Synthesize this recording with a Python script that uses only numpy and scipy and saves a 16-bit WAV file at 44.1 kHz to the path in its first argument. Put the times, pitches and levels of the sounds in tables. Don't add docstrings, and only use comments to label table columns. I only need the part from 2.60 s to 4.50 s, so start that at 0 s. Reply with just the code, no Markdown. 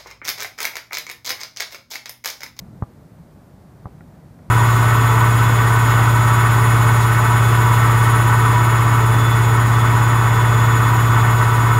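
import sys
import numpy as np
from scipy import signal
from scipy.fft import rfft, irfft, next_fast_len
from scipy.io import wavfile
from scipy.ndimage import uniform_filter1d

SR = 44100
rng = np.random.default_rng(int(sys.argv[2]) if len(sys.argv) > 2 else 0)


def master_out(mix):
    frames = np.transpose(np.atleast_2d(mix))
    ceiling = np.clip(frames, -1, 1)
    pcm = np.round(ceiling * 32767).astype(np.int16)
    wavfile.write(sys.argv[1], SR, pcm)


N = 83790

# pitch_hz [Hz], level_db [dB per Hz]
AIR_SPECTRUM = [(20, -29), (35, -12), (60, -4), (100, -2), (160, 1.5), (230, -5.5), (320, -10.5),
                (430, -15.5), (620, -15), (1000, -21.5), (1400, -26), (1900, -30.5), (2400, -35.5),
                (3000, -48), (5000, -53)]
# time_s [s], relative level_db [dB]
AIR_SWELL = [(0, 2), (.15, 2.5), (.35, 2), (.6, 1), (.87, 1), (1.05, 1.5), (1.2, 1.5), (1.5, 3.2), (1.7, 2),
             (1.9, 1)]
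# pitch_hz [Hz], level_db [dB per Hz]
HISS_SPECTRUM = [(1000, -3), (2800, 5), (4000, 6), (6000, 3.5), (9000, 2.5), (15000, 1.5)]
# start_s [s], gain_db [dB]
FOOTFALLS = [(0.131, -35), (.520, -35), (0.939, -34)]
# start_s [s], ring_gain_db [dB], thud_gain_db [dB]
KNOCKS = [(1.408, -42, -35.5), (1.791, -49.5, -53)]
# pitch_hz [Hz], relative level_db [dB], t60_s [s]
KNOCK_MODES = [(510, -15, 0.014), (780, 8.5, 0.01), (1426, 1.5, 0.024), (1670, 0, 0.014), (1884, -2, 0.018),
               (2170, -6, 0.0077)]
# start_s [s], contact_s [s], thump_gain_db [dB], landing_gain_db [dB],
# landing_attack_s [s], lift_off_gain_db [dB], lift_off_top_hz [Hz]
BOUNCES = [(0.2238, .0140, -10.5, -20.5, 0.00055, -21, 1210),
           (1.2568, .0141, -21, -24.5, 0.00069, -20.5, 850)]
# pitch_hz [Hz], relative level_db [dB], t60_s [s]
BALL_MODES = [(427, -13.5, 0.03), (597, -5, 0.015), (827, 5.5, 0.009), (1015, 0.5, 0.013),
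              (1148, -4, 0.018), (1500, -8, 0.011), (1820, -10, 0.014), (2030, -20.5, 0.025)]

AIR_RMS_DB, RUMBLE_TOP_HZ = -43.5, 206
GUST_DB, BASS_FLUTTER_DB, MID_FLUTTER_DB = 0.3, 2, 0.45
HISS_RMS_DB, MICROPHONE_TOP_HZ = -65.5, 15250
SCATTER_DB, SCATTER_T60_S, SCATTER_DELAY_S, SCATTER_LOW_HZ = -23, 0.23, 0.0099, 147
STEP_CONTACT_S = 0.013
KNOCK_CONTACT_S, KNOCK_ATTACK_S, KNOCK_TOP_HZ = 0.0106, 0.00024, 2500
SQUASH_POWER, SQUASH_SKEW = 2.43, 0.29
THUMP_LOW_HZ, THUMP_TOP_HZ, THUMP_LOW_DB = 85, 670, -8
LANDING_TOP_HZ = 1850
LIFT_SHARE, LIFT_ATTACK_S = 0.85, 0.0016


def undb(db):
    return 10 ** (np.asarray(db) / 20)


def level(x, db):
    return x * undb(db) / np.sqrt(np.mean(x ** 2))


def shape(x, gain):
    size = 2 * next_fast_len(len(x))
    hz = np.arange(size // 2 + 1) * SR / size
    spectrum = rfft(x, size) * gain(np.maximum(hz, 1))
    return irfft(spectrum, size)[:len(x)]


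def lowpass(x, hz, order):
    return shape(x, lambda f: 1 / np.sqrt(1 + (f / hz) ** (2 * order)))


def coloured(points):
    hz, db = np.array(points).T
    return shape(rng.standard_normal(N), lambda f: undb(np.interp(np.log(f), np.log(hz), db)))


def walk(rate_hz):
    k = int(SR / rate_hz)
    steps = np.repeat(rng.standard_normal(N // k + 1), k)
    wander = uniform_filter1d(uniform_filter1d(steps, k), k)[:N]
    return wander / wander.std()


def since(start_s):
    return np.maximum(np.arange(N) / SR - start_s, 0)


def ring(start_s, modes, attack_s):
    t = since(start_s)
    tone = np.zeros(N)
    for pitch_hz, level_db, t60_s in modes:
        decay = np.exp(-np.log(1000) * t / t60_s)
        tone += undb(level_db) * decay * np.sin(2 * np.pi * pitch_hz * t)
    return tone * (1 - np.exp(-t / attack_s))


def squash(start_s, contact_s):
    u = np.minimum(since(start_s) / contact_s, 1)
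    skewed = u + SQUASH_SKEW * u * (1 - u)
    volume = np.abs(np.sin(np.pi * skewed)) ** SQUASH_POWER
    push = np.gradient(np.gradient(volume))
    push = lowpass(push / np.abs(push).max(), THUMP_TOP_HZ, order=2)
    deepest = lowpass(push, THUMP_LOW_HZ, order=4)
    return push - (1 - undb(THUMP_LOW_DB)) * deepest


def outdoor_air():
    noise = coloured(AIR_SPECTRUM)
    bass = lowpass(noise, RUMBLE_TOP_HZ, order=4)
    swell_db = np.interp(since(0), *np.array(AIR_SWELL).T) + GUST_DB * walk(6.3)
    rumble = bass * undb(BASS_FLUTTER_DB * walk(14.15))
    wind = (noise - bass) * undb(MID_FLUTTER_DB * walk(9.15))
    return level((rumble + wind) * undb(swell_db), AIR_RMS_DB)


def surroundings(x):
    t = since(SCATTER_DELAY_S)
    tail = rng.standard_normal(N) * (t > 0) * np.exp(-np.log(1000) * t / SCATTER_T60_S)
    tail /= np.linalg.norm(tail)
    without_bass = x - lowpass(x, SCATTER_LOW_HZ, order=2)
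    return undb(SCATTER_DB) * signal.fftconvolve(without_bass, tail)[:N]


def footfalls():
    return sum(undb(gain_db) * squash(start_s, STEP_CONTACT_S) for start_s, gain_db in FOOTFALLS)


def knocks():
    out = np.zeros(N)
    for start_s, ring_gain_db, thud_gain_db in KNOCKS:
        ringing = lowpass(ring(start_s, KNOCK_MODES, KNOCK_ATTACK_S), KNOCK_TOP_HZ, order=8)
        thud = squash(start_s, KNOCK_CONTACT_S)
        out += undb(ring_gain_db) * ringing + undb(thud_gain_db) * thud
    return out


def bounces():
    out = np.zeros(N)
    for start_s, contact_s, thump_db, landing_db, attack_s, lift_db, lift_top_hz in BOUNCES:
        thump = squash(start_s, contact_s)
        landing = lowpass(ring(start_s, BALL_MODES, attack_s), LANDING_TOP_HZ, order=8)
        lift_s = start_s + LIFT_SHARE * contact_s
        lift_off = lowpass(ring(lift_s, BALL_MODES, LIFT_ATTACK_S), lift_top_hz, order=4)
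        out += undb(thump_db) * thump + undb(landing_db) * landing + undb(lift_db) * lift_off
    return out


def scene():
    ball = bounces() + knocks()
    return (outdoor_air() + footfalls() + surroundings(ball) + ball)[None]


def record(dry):
    hiss = level(coloured(HISS_SPECTRUM), HISS_RMS_DB)
    top_cut = signal.ellip(10, .2, 70, MICROPHONE_TOP_HZ, fs=SR, output="sos")
    return signal.sosfilt(top_cut, dry + hiss)


dry = scene()
out = record(dry)
master_out(out)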